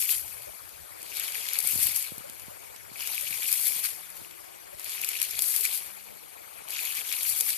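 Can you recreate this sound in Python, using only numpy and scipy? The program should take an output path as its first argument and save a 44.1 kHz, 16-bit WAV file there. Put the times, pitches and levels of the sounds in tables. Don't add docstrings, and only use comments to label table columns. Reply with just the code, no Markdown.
import sys
import numpy as np
from scipy import signal
from scipy.fft import rfft, irfft, next_fast_len
from scipy.io import wavfile
from scipy.ndimage import uniform_filter1d, map_coordinates

SR = 44100
rng = np.random.default_rng(int(sys.argv[2]) if len(sys.argv) > 2 else 0)


def dump_mix(stems):
    frames = np.atleast_2d(stems).T
    limited = np.clip(frames, -1, 1)
    pcm = np.round(limited * 32767).astype(np.int16)
    wavfile.write(sys.argv[1], SR, pcm)


N = 333837
T = np.arange(N) / SR
SLOW = T[::64]

# f/Hz, relative density/dB
SPRAY_SPECTRUM = [(2500, -33), (4500, -5.5), (6500, -3), (8500, 1.5), (11000, 0), (12500, -2.5),
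                  (14300, -6)]
# f/Hz, relative density/dB
SPLASH_SPECTRUM = [(100, -75), (300, -43), (600, -18), (1000, -11), (2000, -4.5), (3400, -1), (5000, -2),
                   (7000, -2.5), (11000, -21)]


def amp(db):
    return 10 ** (np.asarray(db) / 20)


def unit(x):
    return x / np.sqrt(np.mean(x ** 2) + 1e-20)


def along(points, hz):
    f_hz, value = np.transpose(points)
    return np.interp(np.log(hz + 1), np.log(f_hz + 1), value)


def curves(rows):
    s, *columns = np.transpose(rows)
    return [np.interp(T, s, column) for column in columns]


def wobble(knots_per_s):
    knots = rng.standard_normal(int(N * knots_per_s / SR) + 4)
    return map_coordinates(knots, [T * knots_per_s])


def filtered(x, response):
    m = next_fast_len(N + 8192)
    hz = np.fft.rfftfreq(m, 1 / SR)
    return irfft(rfft(x, m) * response(hz), m)[..., :N]


def patchy(patch_rms_db):
    z = signal.stft(rng.standard_normal((2, N)), nperseg=256)[2]
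    field = rng.standard_normal(z.shape[1:])
    field = uniform_filter1d(field, 4, 0)
    field = uniform_filter1d(field, 8, 1)
    return signal.istft(z * amp(patch_rms_db * unit(field)), nperseg=256)[1][:, :N]


def heard(pair, spectrum):
    # f/Hz, coherence/0-1
    agreement = [(100, 0.98), (350, 1), (700, 0.9), (1100, 0.58), (1700, .45), (2300, 0.7), (3400, 0.6),
                 (4200, 0), (14000, 0.18)]
    colour = lambda hz: amp(along(spectrum, hz))
    alike = lambda hz: np.clip(along(agreement, hz), 0, 1)
    left = filtered(pair[0], colour)
    shared = filtered(pair[0], lambda hz: colour(hz) * alike(hz))
    own = filtered(pair[1], lambda hz: colour(hz) * np.sqrt(1 - alike(hz) ** 2))
    return np.array([left, shared + own])


def patter(drops_per_s, spread_db, t60_s):
    sizes = amp(2 * spread_db * rng.exponential(size=N))
    hits = sizes * (rng.random(N) < drops_per_s / SR)
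    power = signal.lfilter([1], [1, -amp(-120 / (t60_s * SR))], hits)
    return power / power.mean()


def bubbles(s, db, hz, t60_s, rise, attack):
    t = np.arange(int(min(t60_s.max(), .1) * SR)) / SR
    u = t / t60_s[:, None]
    tone = np.sin(2 * np.pi * hz[:, None] * t * (1 + rise * u))
    tone = tone * amp(db[:, None] - 60 * u) * (1 - np.exp(-u / attack))
    at = (s * SR).astype(int)[:, None] + np.arange(len(t))
    return np.bincount(at.ravel(), tone.ravel(), N + SR)[:N]


def thumps(rows, decay):
    out, t = np.zeros(N + SR), np.arange(SR // 10) / SR
    for s, db, hz in rows:
        u = hz * t
        thump = amp(db) * np.sin(2 * np.pi * 1.25 * u ** 0.575) * np.exp(-decay * u)
        out[round(s * SR):][:len(t)] += thump
    return out[:N]


def engine():
    # t/s, firing f/Hz, firing level/dB, octave level/dB
    pulling = [(1.6, 78.3, -82, -85), (2.3, 104.3, -59, -82), (3.0, 118.2, -60, -79), (3.5, 134, -61, -76),
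               (4.2, 163, -61, -66), (4.5, 172.6, -77, -61), (4.9, 193, -76, -62), (5.4, 205.6, -83, -59),
               (5.6, 204, -90, -87)]
    # t/s, f/Hz (only 2f and 3f sound), level/dB
    geared = [(5.6, 70, -88), (5.8, 73, -66), (6.1, 77, -59), (6.6, 81, -85)]
    hz, firing_db, octave_db = curves(pulling)
    phase = 2 * np.pi * np.cumsum(hz + 0.42 * wobble(4.8)) / SR
    firing = amp(firing_db + 1.2 * wobble(5.2)) * np.sin(phase)
    octave = amp(octave_db + 1.5 * wobble(4.1)) * np.sin(2 * phase)
    hz, db = curves(geared)
    phase = 2 * np.pi * np.cumsum(hz) / SR
    harmonics = 0.71 * np.sin(2 * phase) + 0.89 * np.sin(3 * phase)
    return firing + octave + amp(db + 1.6 * wobble(23)) * harmonics


def creek():
    # f/Hz, relative density/dB
    wash_spectrum = [(30, -33), (60, -2.5), (170, -8.5), (260, -6.5), (500, -2), (700, -1), (1000, -3),
                     (1700, -7), (2600, -13.5), (4500, -14), (8500, -9.5), (11000, -13.5), (14300, -20)]
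    # t/s, level/dB, start f/Hz, t60/s
    glugs = [(.47, -38, 550, .12), (.52, -46, 696, 0.067), (1.89, -41, 720, .06), (2.24, -35, 536, 0.12),
             (2.51, -41, 557, 0.11), (3.13, -40, 688, 0.12), (3.23, -37, 536, .08), (3.38, -38, 810, 0.067),
             (4.73, -36, 547, 0.087), (5.38, -42, 600, 0.093), (5.6, -40, 440, 0.15),
             (7.14, -44, 810, 0.089), (7.417, -42, 462, .09)]
    trickle = np.sqrt(2.1 + 0.1 * patter(400, spread_db=1.0, t60_s=0.0044))
    wash = unit(heard(patchy(3.0) * trickle, wash_spectrum))
    wash = amp(-52.5 + 0.82 * wobble(3.06)) * wash * amp([[2.5], [0]])
    u = rng.random((900, 3))
    hz = np.clip(600 * amp(3.53 * rng.standard_normal(900)), 300, 2000)
    t60_s = 35 / hz * (1.2 + u[:, 2])
    babble = bubbles(u[:, 0] * N / SR, -62 + 11 * u[:, 1] ** 2, hz, t60_s, rise=0.17, attack=0.017)
    large = bubbles(*np.transpose(glugs), rise=.3, attack=0.02)
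    return wash + (babble + large) * amp([[-.8], [0]])


def handling():
    # t/s, level/dB before decay, nominal f/Hz
    bumps = [(1.734, -37, 170), (1.758, -28.5, 151), (1.79, -34.5, 120), (1.824, -36, 180),
             (1.855, -40, 120), (1.888, -36.5, 222), (1.909, -51, 150), (2.12, -29.5, 200),
             (2.18, -34, 200), (2.207, -38.5, 200), (2.297, -39.5, 252), (2.482, -35, 201),
             (2.76, -48, 250), (2.916, -38, 200), (3.31, -39, 200), (3.763, -39.5, 198),
             (4.216, -39.5, 200), (4.744, -46, 69.6), (5.337, -48, 70), (6.62, -48, 180), (6.66, -50, 180),
             (6.985, -44, 200)]
    # start/s, length/s, rumble level/dB
    rubs = [(0, .03, -58), (.09, .42, -55), (.62, .06, -59), (.76, .07, -56), (.92, .03, -61),
            (1.205, .01, -59), (1.335, .01, -65), (1.73, .2, -50), (2.1, .1, -58), (2.47, .01, -62),
            (3.24, .12, -63), (4.21, .02, -62), (5.33, .03, -55), (7.27, .12, -65)]
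    # f/Hz, relative density/dB
    rumble_spectrum = [(20, -39), (45, -1), (90, 1.5), (160, -5.5), (400, -38)]
    grip_db, edge_s = -74, .03
    lumpy = amp(2.9 * wobble(30)) * rng.standard_normal(N)
    rumble = unit(filtered(lumpy, lambda hz: amp(along(rumble_spectrum, hz))))
    rubbing = np.zeros(len(SLOW))
    for s, length_s, db in rubs:
        corners_s = [s - edge_s, s, s + length_s, s + length_s + edge_s]
        rubbing += amp(db) * np.interp(SLOW, corners_s, [0, 1, 1, 0])
    level = amp(grip_db + 4 * wobble(6)) + np.interp(T, SLOW, rubbing)
    return (thumps(bumps, decay=1.0) + level * rumble) * [[.05], [1]]


def valve():
    # t/s, level/dB before decay, nominal f/Hz
    thuds = [(1.633, -45, 150), (1.649, -39, 150), (3.525, -40, 140), (3.7, -48, 90), (5.383, -48, 120),
             (5.4, -49, 150), (7.268, -48, 110), (7.463, -52, 170)]
    return thumps(thuds, decay=0.99)


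def splats():
    # t/s, spray level/dB, splash re spray/dB, right re left/dB
    big_drops = [(0.4204, -38, -15, -4), (0.692, -40, -21, -5), (1.0175, -39, -14, 10),
                 (1.0284, -35, -14, 4), (1.162, -31, -16, 0), (1.1697, -29, -14, 0), (1.197, -24, -18, 3),
                 (1.2441, -34, -16, 10), (1.3205, -34, -15, 10), (1.487, -26.5, -2, 3),
                 (1.5331, -21.5, -19, -4), (1.5664, -30, -12, 2), (1.5875, -15, -16, -2),
                 (1.603, -22.5, -15, 2), (1.6726, -17, -24, -7), (1.8687, -19, -18, -10),
                 (1.8933, -29.5, -4, 5), (1.9608, -18, -22, 2), (2.025, -28, -15, 7),
                 (2.1804, -32.5, -22, -2), (2.2971, -39.5, -6, 13), (2.3968, -37, -15, 3),
                 (2.4194, -38.5, -11, -4), (2.7616, -46, -1, 13), (3.073, -26, -3.5, 3),
                 (3.2106, -29.5, -14, 8), (3.431, -32, -2, 9), (3.5164, -22, -8, 5),
                 (3.5265, -13.5, -19, -15), (3.5962, -25, -15, -2), (4.1017, -37.5, -19, 3.5),
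                 (4.796, -33, -20, 5), (4.8439, -28.5, -20, 2), (4.8943, -38.5, -13, 17),
                 (5.015, -26, -18, 5), (5.046, -22.5, -6, 2), (5.0886, -20, -17, 2), (5.1998, -28, -6, 1),
                 (5.216, -18, -8, -1), (5.2277, -20, -18, 2.5), (5.3096, -28, -12, 5),
                 (5.3906, -21, -3.5, 5.5), (5.4207, -17, -19, -2), (5.5623, -17, -27, -9),
                 (5.6086, -20, -12, -10), (5.652, -21, -9, 8), (6.6855, -37, 0, 2), (6.705, -29, -11, 2),
                 (6.9504, -31, -8, 9), (7.125, -24.5, 0, -1), (7.231, -23, -18, 5), (7.2977, -20, -22, -4),
                 (7.3674, -27, -10, 0), (7.388, -27, -13, 0), (7.4017, -25, -16, -4), (7.4081, -15, -12, 2),
                 (7.5034, -27, -6, 13)]
    smack_t60_s, scatter_db, scatter_t60_s = .008, -12, .035
    high, low = np.zeros((2, N + SR)), np.zeros((2, N + SR))
    t = np.arange(SR // 20) / SR
    fall = amp(-60 * t / smack_t60_s) + amp(scatter_db - 60 * t / scatter_t60_s)
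    shape = fall * (1 - np.exp(-t / 0.00048))
    for s, db, splash_db, right_db in big_drops:
        burst = amp(db) * shape * amp([[0], [right_db]])
        high[:, round(s * SR):][:, :len(t)] += burst
        low[:, round(s * SR):][:, :len(t)] += burst * amp(splash_db)
    signs = np.sign(rng.standard_normal((2, 2, N)))

    def coloured(noise, spectrum):
        power = np.mean(amp(2 * along(spectrum, np.linspace(0, SR / 2, 4096))))
        return heard(noise, spectrum) / np.sqrt(power)

    return coloured(signs[0] * high[:, :N], SPRAY_SPECTRUM) + coloured(signs[1] * low[:, :N], SPLASH_SPECTRUM)


def flow():
    # valve opens/s, rise/s, jet surges/s, surge takes/s, valve shuts/s,
    # first flow/dB, full jet/dB, jet at the shut/dB, splash/dB
    gushes = [(-.9, .1, -.4, .1, .11, -42, -30, -32, -42), (1.0, .17, 1.47, .3, 2.01, -43, -34, -37.5, -43),
              (2.93, .08, 3.3, .33, 3.86, -40.5, -33.5, -37, -43.5),
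              (4.78, .11, 5.36, .06, 5.76, -41.5, -32, -38, -43.5),
              (6.67, .05, 7.1, .2, 7.7, -40.5, -35, -35.5, -43)]
    # t/s, spray change/dB, splash change/dB
    slugs = [(.072, -6, -3), (.103, 2, 4), (.14, 3, 3), (1.18, 2, 0), (1.31, -4, -4), (1.37, 3, 3),
             (1.64, 2, 3), (1.69, 2, 2), (1.725, 5, 0), (1.775, -2, -1), (1.825, 7, 3), (1.87, 3, 3),
             (1.935, -3, -3), (1.965, 6, 0), (3.045, -3, -2), (3.34, 2, 2), (3.56, 2, 4), (3.67, 4, 3),
             (3.815, -3, -2), (3.855, 4, 5), (4.175, 6, 2), (4.24, 4, 2), (5.0, -4, -2), (5.1, 3, 4),
             (5.17, 2, 2), (5.295, -3, -3), (5.5, 1, 3), (5.57, 3, 0), (5.655, 4, 4), (5.69, -3, -3),
             (5.745, 4, 5), (6.765, -4, -1), (6.79, 2, 3), (6.98, 2, 2), (7.035, -3, -2), (7.3, 3, 0),
             (7.4, 2, -3), (7.435, -3, -4), (7.5, 3, 5), (7.55, -4, -3)]
    shut_db, seep_db = -75, -65
    rise_from_db = -15
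    fall_db_per_s, drip_db, drip_db_per_s = 125, -13, 20
    slug_sigma_s, surge_db, surge_knots_per_s = .016, .8, 30
    t = SLOW
    spray_power, splash_power = amp(2 * shut_db), amp(2 * seep_db)
    for opens, rise, surges, takes, shuts, first_db, full_db, last_db, splash_db in gushes:
        after = np.maximum(t - shuts, 0)
        fall = amp(-2 * fall_db_per_s * after) + amp(2 * (drip_db - drip_db_per_s * after))
        rising = amp(2 * np.interp(t, [opens, opens + rise], [rise_from_db, 0]))
        shape = (t > opens) * rising * fall
        jet_db = np.interp(t, [surges, surges + takes, shuts], [first_db, full_db, last_db])
        spray_power = spray_power + shape * amp(2 * jet_db)
        splash_power = splash_power + shape * amp(2 * splash_db)
    swells_db = np.zeros((2, len(t)))
    for s, spray_db, splash_db in slugs:
        swells_db += np.exp(-.5 * ((t - s) / slug_sigma_s) ** 2) * np.array([[spray_db], [splash_db]])
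    levels_db = 10 * np.log10([spray_power, splash_power]) + swells_db
    return [np.interp(T, t, db) + surge_db * wobble(surge_knots_per_s) for db in levels_db]


def gush():
    # t/s, level/dB before decay, start f/Hz
    pool_drops = [(0.0915, -20, 2600), (1.1244, -31.5, 2520), (1.2155, -29.5, 2730), (1.5544, -30.5, 2380),
                  (1.567, -26.5, 2580), (1.8282, -28.5, 2060), (2.0637, -35.5, 2180), (2.9577, -33, 2340),
                  (3.027, -26.5, 2590), (3.1343, -29.5, 2360), (3.1797, -21.5, 2380), (3.2124, -30.5, 2490),
                  (3.274, -29.5, 2480), (3.328, -26, 2280), (3.4256, -27.5, 2300), (3.456, -24, 2680),
                  (3.4895, -26, 2320), (4.2477, -34.5, 2630), (4.9797, -27.5, 2370), (5.0375, -20.5, 2440),
                  (5.1537, -23.5, 2460), (5.6517, -21.5, 2160), (5.661, -22.5, 2440), (6.6807, -31.5, 2920),
                  (6.768, -29.5, 2410), (6.791, -22.5, 2470), (6.8129, -28.5, 2350), (6.8588, -28, 2250),
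                  (6.875, -24.5, 3000), (6.9047, -26.5, 2520), (6.9834, -29.5, 2310), (7.1402, -25.5, 2550),
                  (7.4644, -28.5, 2180)]
    spray_db, splash_db = flow()
    small = patter(970, spread_db=1.0, t60_s=0.0068)
    large = patter(70, spread_db=1.5, t60_s=0.039)
    spray = unit(heard(patchy(1.5) * np.sqrt(.5 + .25 * small + .2 * large), SPRAY_SPECTRUM))
    wet = patter(200, spread_db=2.0, t60_s=0.019)
    splash = unit(heard(patchy(3.3) * np.sqrt(0.39 + 0.38 * wet + 0.14 * large), SPLASH_SPECTRUM))
    u = rng.random((3000, 4))
    hz = np.clip(3000 * amp(2.55 * rng.standard_normal(3000)), 1700, 9000)
    s, db = u[:, 0] * N / SR, 14 * u[:, 1] ** 2
    fizz = [unit(bubbles(s[c::2], db[c::2], hz[c::2], 12 / hz[c::2], rise=0.26, attack=0.017))
            for c in (0, 1)]
    splash = splash + amp(-9) * np.array([fizz[0], 0.86 * fizz[0] + 0.63 * fizz[1]])
    s, db, hz = np.transpose(pool_drops)
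    plips = bubbles(s, db, hz, 16 / hz, rise=0.14, attack=0.03) * amp([[0], [-1.5]])
    return amp(spray_db) * spray + amp(splash_db) * splash + plips


def scene():
    background = engine() * amp([[.6], [0]]) + creek() + handling()
    return background + valve() + splats() + gush()


def record(dry):
    # f/Hz, gain/dB
    port_gain = [(100, 2), (1000, 3.5), (1700, 4.5), (2050, 8), (2320, 13.5), (2650, 7.5), (3000, 5.5),
                 (3600, 3.5), (4150, 4.5), (4500, 8.5), (4900, 1.5), (7000, 1.5), (9000, 4), (11600, 15.5),
                 (14300, 12.5)]
    # f/Hz, phase lag/rad
    port_lag = [(100, .05), (700, .05), (1700, .3), (2300, 1.1), (2600, 2), (3450, 3.1), (4500, 5),
                (14300, 11)]
    top_hz = 14300
    left = filtered(dry[0], lambda hz: amp(along(port_gain, hz)) * np.exp(-1j * along(port_lag, hz)))
    both = np.array([left, -dry[1]])
    both = both / (1 + np.abs(both / .85) ** 4) ** (1 / 4)
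    return filtered(both, lambda hz: hz < top_hz)


dry = scene()
out = record(dry)
dump_mix(out)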